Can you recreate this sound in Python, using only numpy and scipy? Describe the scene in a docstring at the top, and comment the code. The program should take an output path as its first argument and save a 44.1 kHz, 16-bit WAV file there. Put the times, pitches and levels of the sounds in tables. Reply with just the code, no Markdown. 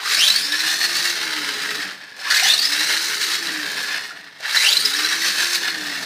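"""Radio-controlled car on a desk

The car is propped up, and its throttle is swept up and down three times. The motor's small gear
(the pinion) whines against the big spur gear and chatters as it speeds up; the drive belt sings near
top speed. Loose parts rattle in the plastic chassis as the wheels coast down, and the motor's
unbalanced rotor hums in the desk."""
import sys
import numpy as np
from scipy import signal
from scipy.fft import irfft, next_fast_len
from scipy.io import wavfile
from scipy.ndimage import uniform_filter1d, minimum_filter1d

SR = 44100
rng = np.random.default_rng(int(sys.argv[2]) if len(sys.argv) > 2 else 0)


def master(y):
    """Save y as 16-bit WAV."""
    cut = np.clip(np.atleast_2d(y).T, -1, 1)
    pcm = np.round(cut * 32767)  # scale
    wavfile.write(sys.argv[1], SR, pcm.astype(np.int16))


N = 266803
T = np.arange(N) / SR
PINION_TEETH, SPUR_TEETH = 18, 77
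TOP_HZ = 15330


def gain_of(db):
    """Turns decibels into a factor to multiply by."""
    return 10 ** (np.asarray(db) / 20)


def evened(x):
    """Scales a signal to an average (rms) size of one."""
    return x / np.sqrt(np.mean(x ** 2) + 1e-20)


def read(table, hz):
    """Looks up a value between a table's rows, with pitch spaced in octaves."""
    f, value = np.transpose(table)
    return np.interp(np.log(hz + 1), np.log(f + 1), value)


def wander(hz):
    """A smooth random curve that changes up to about hz times a second."""
    size = next_fast_len(N, real=True)
    f = np.fft.rfftfreq(size, 1 / SR)
    f = f[f < 4 * hz]
    bins = rng.standard_normal(len(f)) + 1j * rng.standard_normal(len(f))
    return evened(irfft(bins * np.exp(-(f / hz) ** 2), size)[:N])


def flutter(depth_db, hz):
    """A random gain that swings between limits, like a loose part."""
    return gain_of(depth_db * np.tanh(wander(hz)))


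def rise_db(drive, knee, octave_db):
    """Climbs octave_db for each doubling of speed or torque, then flattens at 0 dB past the knee."""
    return -octave_db * np.log2(1 + (knee / (drive + 1e-6)) ** 4) / 4


def knocks(per_s, spread_db):
    """Small random impacts of uneven size."""
    size = gain_of(spread_db * np.minimum(rng.exponential(1, N), 3.3))
    return evened(size * rng.choice([-1, 1], N) * (rng.random(N) < per_s / SR))


# Where the plastic frame rings. Each row: pitch in Hz, width in Hz, boost or cut in dB.
FRAME_RESONANCES = [(191, 21, 6), (295, 37, 7), (420.6, 32, 13), (1615, 14, 1.5), (1817, 180, 3),
                    (2220, 83, 2.5), (2646, 15, 8), (3440, 30, -3.5), (3770, 42, -2), (3920, 23, 3.5),
                    (4570, 50, 2.5), (4680, 50, -5), (5330, 47, 3.5)]

def ring(x, colour, size=8192):
    """Gives a sound a tone colour and adds the frame's resonances."""
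    hz = np.fft.rfftfreq(size, 1 / SR)
    db = read(colour, hz)
    db += sum(peak / (1 + (2 * (hz - f) / width) ** 2) for f, width, peak in FRAME_RESONANCES)
    log_gain = np.log(gain_of(np.r_[db, db[-2:0:-1]]))
    # The ringing comes after each hit, never before it.
    response = np.fft.ifft(np.exp(np.conj(signal.hilbert(log_gain)))).real
    return evened(signal.oaconvolve(x, response[:size // 2])[:N])


# The tone colour of the office air. Each row: pitch in Hz, relative level in dB.
AIR_COLOUR = [(30, -30), (70, -5), (105, 16), (200, -3), (400, -8), (1000, 18), (2000, -28), (5000, -8),
              (15000, -32)]

def still_air():
    """The quiet office makes a faint, steady noise."""
    return gain_of(-61.5) * ring(rng.standard_normal(N), AIR_COLOUR)


# How long the room echoes. Each row: pitch in Hz, seconds to fade by 60 dB.
ECHO_TIMES = [(150, 1), (1500, 0.37), (5000, 0.39), (15000, 0.29)]

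def office(x, near_db, tail_db, count=4):
    """Quick echoes off the desk and the room's short tail shift as the listener moves."""
    t = np.arange(SR // 2) / SR
    out = x.copy()
    for k in range(count):
        taps = rng.choice([-1., 1.], len(t)) * (rng.random(len(t)) < 2500 / SR)
        near = taps * (t > .001) * np.exp(-t / 0.0048)
        hz, s, spectrum = signal.stft(taps * (t > .008), SR, nperseg=256)
        fade = gain_of(-60 * s / read(ECHO_TIMES, hz)[:, None])
        tail = signal.istft(spectrum * fade, SR, nperseg=256)[1][:len(t)]
        echoes = gain_of(near_db) * near / np.linalg.norm(near)
        echoes += gain_of(tail_db) * tail / np.linalg.norm(tail)
        sway = np.cos(2 * np.pi * ((k // 2 + 1) * .6 * T + k / 4)) * np.sqrt(2 / count)
        out += signal.fftconvolve(x * sway, echoes)[:N]
    return out / np.sqrt(1 + gain_of(near_db) ** 2 + gain_of(tail_db) ** 2)


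# The tone colour of the desk. Each row: pitch in Hz, relative level in dB.
DESK_COLOUR = [(30, -73), (80, -43), (105, -15), (150, -3), (240, -5.5), (310, -1.5), (375, -8),
               (480, -4.5), (620, -5), (900, -5.5), (2000, -38.5)]

def desk_rumble(shaft_hz, coasting):
    """The car shakes the desk, more at speed and while coasting."""
    level_db = -47 + rise_db(shaft_hz, knee=262, octave_db=4.2) + 4 * coasting
    shaking = gain_of(level_db) * flutter(depth_db=3.5, hz=11)
    return shaking * ring(knocks(per_s=1200, spread_db=4.5), DESK_COLOUR)


def rotor_hum(turns, shaft_hz, coasting, desk_hz=307, width_hz=31):
    """The unbalanced rotor pushes the desk once a turn, most strongly at the desk's own pitch."""
    force = (shaft_hz / desk_hz) ** 3 / np.hypot(1, 2 * (shaft_hz - desk_hz) / width_hz)
    tone = evened(np.sin(2 * np.pi * turns))
    return gain_of(-43 + 3.5 * coasting) * force * flutter(depth_db=5, hz=10.3) * tone


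def ticks(per_s, spread_db, low_hz, high_hz, decay_s, count=12):
    """Pins, cups and ball joints tap in their sockets, each with its own short ring."""
    t = np.arange(SR // 30) / SR
    hits, part = knocks(per_s, spread_db), rng.integers(0, count, N)
    pitches = np.geomspace(low_hz, high_hz, count) * rng.uniform(0.96, 1.03, count)
    shape = (1 - np.exp(-t / 0.00027)) * np.exp(-t / decay_s)
    return evened(sum(signal.oaconvolve(hits * (part == k), np.sin(2 * np.pi * hz * t) * shape)[:N]
                      for k, hz in enumerate(pitches)))


# The tone colour of the chassis. Each row: pitch in Hz, relative level in dB.
CHASSIS_COLOUR = [(60, -86), (300, -29.5), (700, -18), (1000, -14), (1250, -11), (1500, -7.5), (1700, -0.5),
                  (1950, -7), (2300, -9.5), (3000, -9.5), (5000, -10.5), (9000, -45.5)]

def chassis_rattle():
    """Loose parts knock and tick in the plastic chassis."""
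    rattle = ring(knocks(per_s=1800, spread_db=2) + .5 * rng.standard_normal(N), CHASSIS_COLOUR)
    taps = ticks(per_s=200, spread_db=1.5, low_hz=1413, high_hz=2098, decay_s=0.0041, count=10)
    return rattle + gain_of(-6.5) * taps


def stray_bursts(level_db, per_s, spread_db, centre_hz, scatter):
    """Random bursts that follow a changing level. Each row: start in seconds, dB, pitch in Hz."""
    when, size, pitch = rng.random((round(per_s * N / SR), 3)).T
    starts = (np.arange(len(when)) + when) / len(when) * T[-1]
    db = np.interp(starts, T, level_db) + spread_db * (2 * size - 1)
    return list(zip(starts, db, centre_hz * (1 + scatter * (2 * pitch - 1))))


def chatter(rows, noise, length_s, ring_db, noise_db, slip):
    """Parts bounce across their gaps: each burst is a wavering tone plus some clatter."""
    out = np.zeros(N)
    drift = slip * wander(88)
    for start, db, hz in rows:
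        at = slice(round(start * SR), round(start * SR) + SR // 10)
        t = np.maximum(T[at] - start, 0)
        shape = (1 - np.exp(-t / 0.0013)) * np.exp(-(t / length_s) ** 2)
        tone = np.sqrt(2) * np.sin(2 * np.pi * (hz * t + drift[at]))
        out[at] += shape * gain_of(db) * (gain_of(ring_db) * tone + gain_of(noise_db) * noise[at])
    return out


# The main clonks. Each row: start in seconds, relative level in dB, pitch in Hz.
MAIN_CLONKS = [(0.531, -16, 1780), (0.603, -17, 2030), (2.302, -19, 1800), (2.438, -12, 2050),
               (2.9064, -20, 1980), (3.595, -18, 1835), (4.105, -26, 1420), (4.4503, -21, 1800),
               (4.5454, -8, 1817), (4.941, -16.5, 1700), (5.0446, -16, 1615), (5.123, -11, 1617),
               (5.219, -19, 1847), (5.3904, -17, 1780)]

def clonks(noise, chassis_db):
    """Loose parts hit the chassis, at set moments and at random."""
    strays = stray_bursts(chassis_db - 0.5, per_s=9, spread_db=3, centre_hz=1780, scatter=0.164)
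    return chatter(MAIN_CLONKS + strays, noise, length_s=0.015, ring_db=-3.5, noise_db=-17, slip=0.2)


# The main squeals. Each row: start in seconds, relative level in dB, pitch in Hz.
MAIN_SQUEALS = [(0.277, -14, 3900), (0.3, -4.5, 4000), (0.359, -13, 4360), (0.5197, -13, 3910),
                (0.603, -12, 4000), (0.9667, -16, 4500), (2.1979, -31, 5300), (2.302, -18, 4700),
                (2.345, -12, 3950), (2.366, -11, 4520), (2.498, -6, 3640), (2.536, -13, 4300),
                (2.591, -11, 4650), (2.65, -14.5, 5160), (3.468, -21, 3986), (4.568, -9, 3970),
                (4.725, -10, 3950), (4.7678, -11, 4210), (4.8504, -12.5, 5100), (4.935, -18.5, 3880),
                (5.0446, -13, 4000), (5.123, -23, 3830)]

def squeals(noise, gear_db, torque):
    """Bouncing teeth squeal, at set moments and at random; torque makes the random ones louder."""
    strays = stray_bursts(gear_db + 3 * torque - 7, per_s=20, spread_db=6, centre_hz=4218, scatter=0.129)
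    return chatter(MAIN_SQUEALS + strays, noise, length_s=0.0086, ring_db=1.5, noise_db=-10, slip=0.25)


# The tones of the motor's growl. Each row: ripples per turn of the shaft, relative level in dB.
GROWL_TONES = [(3, 2.5), (4.8, 6.5), (6, -9), (9, -9)]

def growl(turns, torque, slip=0.14, rough_db=7.5):
    """The motor's pull ripples as it speeds up; the small frame gives off little bass."""
    ripple = np.zeros(N)
    for per_turn, db in GROWL_TONES:
        strength = gain_of(db + rough_db * wander(52))
        ripple += strength * np.cos(2 * np.pi * (per_turn * turns + slip * wander(47)))
    bass_cut = signal.butter(2, 550, "high", fs=SR, output="sos")
    return evened(signal.sosfilt(bass_cut, ripple)) * torque


def belt(turns, teeth_per_turn=12.8, slip=0.21):
    """Belt teeth run onto the pulley: a fuzzy tone below the gear whine."""
    tone = np.cos(2 * np.pi * (turns * teeth_per_turn + slip * wander(80)))
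    return evened(tone * flutter(depth_db=8, hz=140))


def tooth_pressure(turns):
    """Pressure swells with each turn of the spur gear and wheels, and flutters with the drive's slack."""
    spur_angle = 2 * np.pi * turns * PINION_TEETH / SPUR_TEETH + .5 * wander(4.6)
    swell_db = np.cos(spur_angle) + 0.28 * np.cos(spur_angle / 2)
    return evened(gain_of(swell_db) * flutter(depth_db=2, hz=100))


# The tone colour of the gearbox. Each row: pitch in Hz, relative level in dB.
GEARBOX_COLOUR = [(100, -65), (600, -45), (1200, -11), (2000, -7.5), (2600, -4), (3300, -6.5), (4000, 3),
                  (4600, -1), (5500, -3), (7200, -9.5), (8700, -11), (9400, -9.5), (10200, -15),
                  (15500, -17)]

def gear_clatter(turns, shaft_hz, jitter=.15, scrape=0.69):
    """Each tooth lands with its own force, a bit early or late, and scrapes; small joints tick along."""
    strikes = np.diff(np.floor(turns * PINION_TEETH + jitter * wander(900)), prepend=0) > 0
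    force = gain_of(0.4 * rng.standard_normal(N)) * rng.standard_normal(N) / np.sqrt(shaft_hz + 20)
    teeth = ring(evened(strikes * force) + scrape * rng.standard_normal(N), GEARBOX_COLOUR)
    low_ticks = ticks(per_s=220, spread_db=2.5, low_hz=3480, high_hz=5955, decay_s=0.0031)
    high_ticks = ticks(per_s=150, spread_db=3, low_hz=6230, high_hz=10220, decay_s=0.0054)
    return teeth + gain_of(-10.5) * low_ticks + gain_of(-16.5) * high_ticks


def whine(turns, shaft_hz, slip=.4, fall_db=2.5):
    """Meeting teeth make a tone with overtones, smeared as the gears twist."""
    harmonics = np.arange(1, 5)[:, None]
    hz = harmonics * PINION_TEETH * shaft_hz
    cycles = harmonics * turns * PINION_TEETH + np.sqrt(harmonics) * slip * wander(130)
    # The lowest tone always comes through; the overtones only as far as the gearbox carries them.
    db = (harmonics > 1) * read(GEARBOX_COLOUR, hz) - fall_db * np.log2(harmonics)
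    weight = gain_of(db) * (hz < TOP_HZ)
    weight /= np.linalg.norm(weight, axis=0)
    flicker = [evened(flutter(depth_db=3, hz=350) * flutter(depth_db=6.5, hz=26)) for _ in harmonics]
    return np.sqrt(2) * np.sum(weight * flicker * np.cos(2 * np.pi * cycles), axis=0)


def rasp(turns, depth_db=5.5):
    """The off-centre pinion bites harder once a turn, which roughens the whine."""
    return evened(gain_of(depth_db * np.cos(2 * np.pi * (turns + .12 * wander(80)))))


def drivetrain(clatter, turns, shaft_hz, torque, coasting):
    """Blends clatter, whine and belt. The whine is faint without torque; coasting slackens the belt."""
    speed_db = 3.5 + rise_db(shaft_hz, knee=224, octave_db=4.4)
    whine_gain = gain_of(speed_db + rise_db(torque, knee=0.48, octave_db=15.3)) + gain_of(-13)
    belt_gain = gain_of(-7 + rise_db(shaft_hz, knee=220, octave_db=16) - 7 * coasting)
    singing = whine_gain * whine(turns, shaft_hz) * rasp(turns) + belt_gain * belt(turns)
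    return (clatter + singing) / np.sqrt(1 + whine_gain ** 2 + belt_gain ** 2)


# Surges of grinding and clatter. Each row: peak time in seconds, length in seconds, boost in dB.
GRINDING_SURGES = [(0.703, .2, 3), (0.836, 0.1, 5), (0.967, 0.094, 3.5), (1.053, .16, 3.5),
                   (2.48, 0.12, 1.5), (2.78, 0.36, 2), (2.927, 0.18, 3.5), (3.06, 0.16, 3.5),
                   (3.241, 0.094, 4), (3.321, 0.11, 4), (3.812, 0.082, 2), (5.268, 0.083, 4.5),
                   (5.43, 0.21, 4), (5.545, .12, 6), (5.68, 0.093, 5)]

def surges_db():
    """Each surge swells and ebbs in one smooth arch."""
    return sum(db * np.cos(np.pi * np.clip((T - peak) / length, -.5, .5)) ** 2
               for peak, length, db in GRINDING_SURGES)


# The three throttle sweeps. Each row: start in seconds, length in seconds, change in dB while coasting.
THROTTLE_SWEEPS = [(-0.07, 2.21, 0), (2.165, 2.13, -1), (4.385, 2.15, -2.5)]
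# The motor's speed in one sweep. Each row: seconds into the sweep, shaft turns per second.
SWEEP_SPEED = [(0, 33), (.1, 60), (.22, 116), (.27, 152), (.37, 226), (.47, 266), (.57, 293), (.67, 315),
               (.87, 338), (1.02, 347), (1.14, 349), (1.25, 341), (1.52, 288), (1.64, 270), (1.82, 160),
               (1.97, 46), (2.15, 29)]
# How hard the drive works. Each row: seconds into the sweep, tooth load in dB, chassis jolting in dB.
SWEEP_EFFORT = [(0, 7.5, 1), (.06, 7.5, 7.5), (.16, 19.5, 7), (.33, 16, 2), (.44, 7.5, -4), (.62, 5, .5),
                (1.16, 3.5, -2.5), (1.33, -1, 0), (1.72, 0.5, 1)]

def motor(coast_s=1.25, closing_s=0.22):
    """The throttle spins the motor up, then closes at coast_s into each sweep and lets it run down."""
    starts = [row[0] for row in THROTTLE_SWEEPS]
    sweep = np.maximum(np.searchsorted(starts, T, side="right") - 1, 0)
    start, length, coast_db = np.array(THROTTLE_SWEEPS)[sweep].T
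    since = T - start
    # The run-down is stretched to the length of each sweep.
    since += np.maximum(since - coast_s, 0) * (SWEEP_SPEED[-1][0] - length) / (length - coast_s)
    shaft_hz = np.interp(since, *np.transpose(SWEEP_SPEED))
    coasting = uniform_filter1d(1. * (since > coast_s), round(closing_s * SR))  # 0 driven, 1 coasting
    times, loads, jolts = np.transpose(SWEEP_EFFORT)
    shared_db = surges_db() + coast_db * coasting
    load_db = np.interp(since, times, loads) + shared_db
    jolt_db = np.interp(since, times, jolts) + shared_db
    return shaft_hz, load_db, jolt_db, coasting


def torque_of(shaft_hz):
    """Torque is the motor's twisting force: here 0 to 1, from how fast the shaft speeds up."""
    push = np.maximum(uniform_filter1d(np.gradient(shaft_hz), SR // 10), 0)
    return push / push.max()


def scene():
    """One shaft drives the gears, belt, rattle and hum in a quiet office."""
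    shaft_hz, load_db, jolt_db, coasting = motor()
    turns = np.cumsum(shaft_hz) / SR
    torque = torque_of(shaft_hz)
    gear_db = -26.5 + rise_db(shaft_hz, knee=203, octave_db=8) + load_db
    chassis_db = -26.5 + rise_db(shaft_hz, knee=157, octave_db=6.58) + jolt_db
    pressure = tooth_pressure(turns)
    clatter = gear_clatter(turns, shaft_hz)
    gears = gain_of(gear_db - 3) * drivetrain(clatter, turns, shaft_hz, torque, coasting)
    rattle = chassis_rattle()
    bursts = squeals(clatter, gear_db, torque) + clonks(rattle + 0.5 * clatter, chassis_db)
    running = gears + gain_of(chassis_db - 1) * rattle * flutter(depth_db=2.45, hz=21.4)
    car = pressure * (running * flutter(depth_db=1.3, hz=23.3) + bursts)
    car += gain_of(gear_db - 26.5) * growl(turns, torque)
    rumble = desk_rumble(shaft_hz, coasting)
    air = still_air()
    in_room = office(car + rumble, near_db=-8.5, tail_db=-10.5)
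    return (air + in_room + rotor_hum(turns, shaft_hz, coasting))[None]


def record(dry):
    """A quick limiter holds down the highest peaks; filters trim the deep bass and the top treble."""
    ceiling, hold = .72, SR // 250
    allowed = np.minimum(ceiling / (abs(dry) + 1e-9), 1)
    limited = dry * uniform_filter1d(minimum_filter1d(allowed, hold), hold)
    thin = signal.sosfilt(signal.butter(2, 65, "high", fs=SR, output="sos"), limited)
    treble_cut = signal.firwin(511, TOP_HZ, window=("kaiser", 9), fs=SR)
    return signal.oaconvolve(thin, treble_cut[None], "same")


dry = scene()
out = record(dry)
master(out)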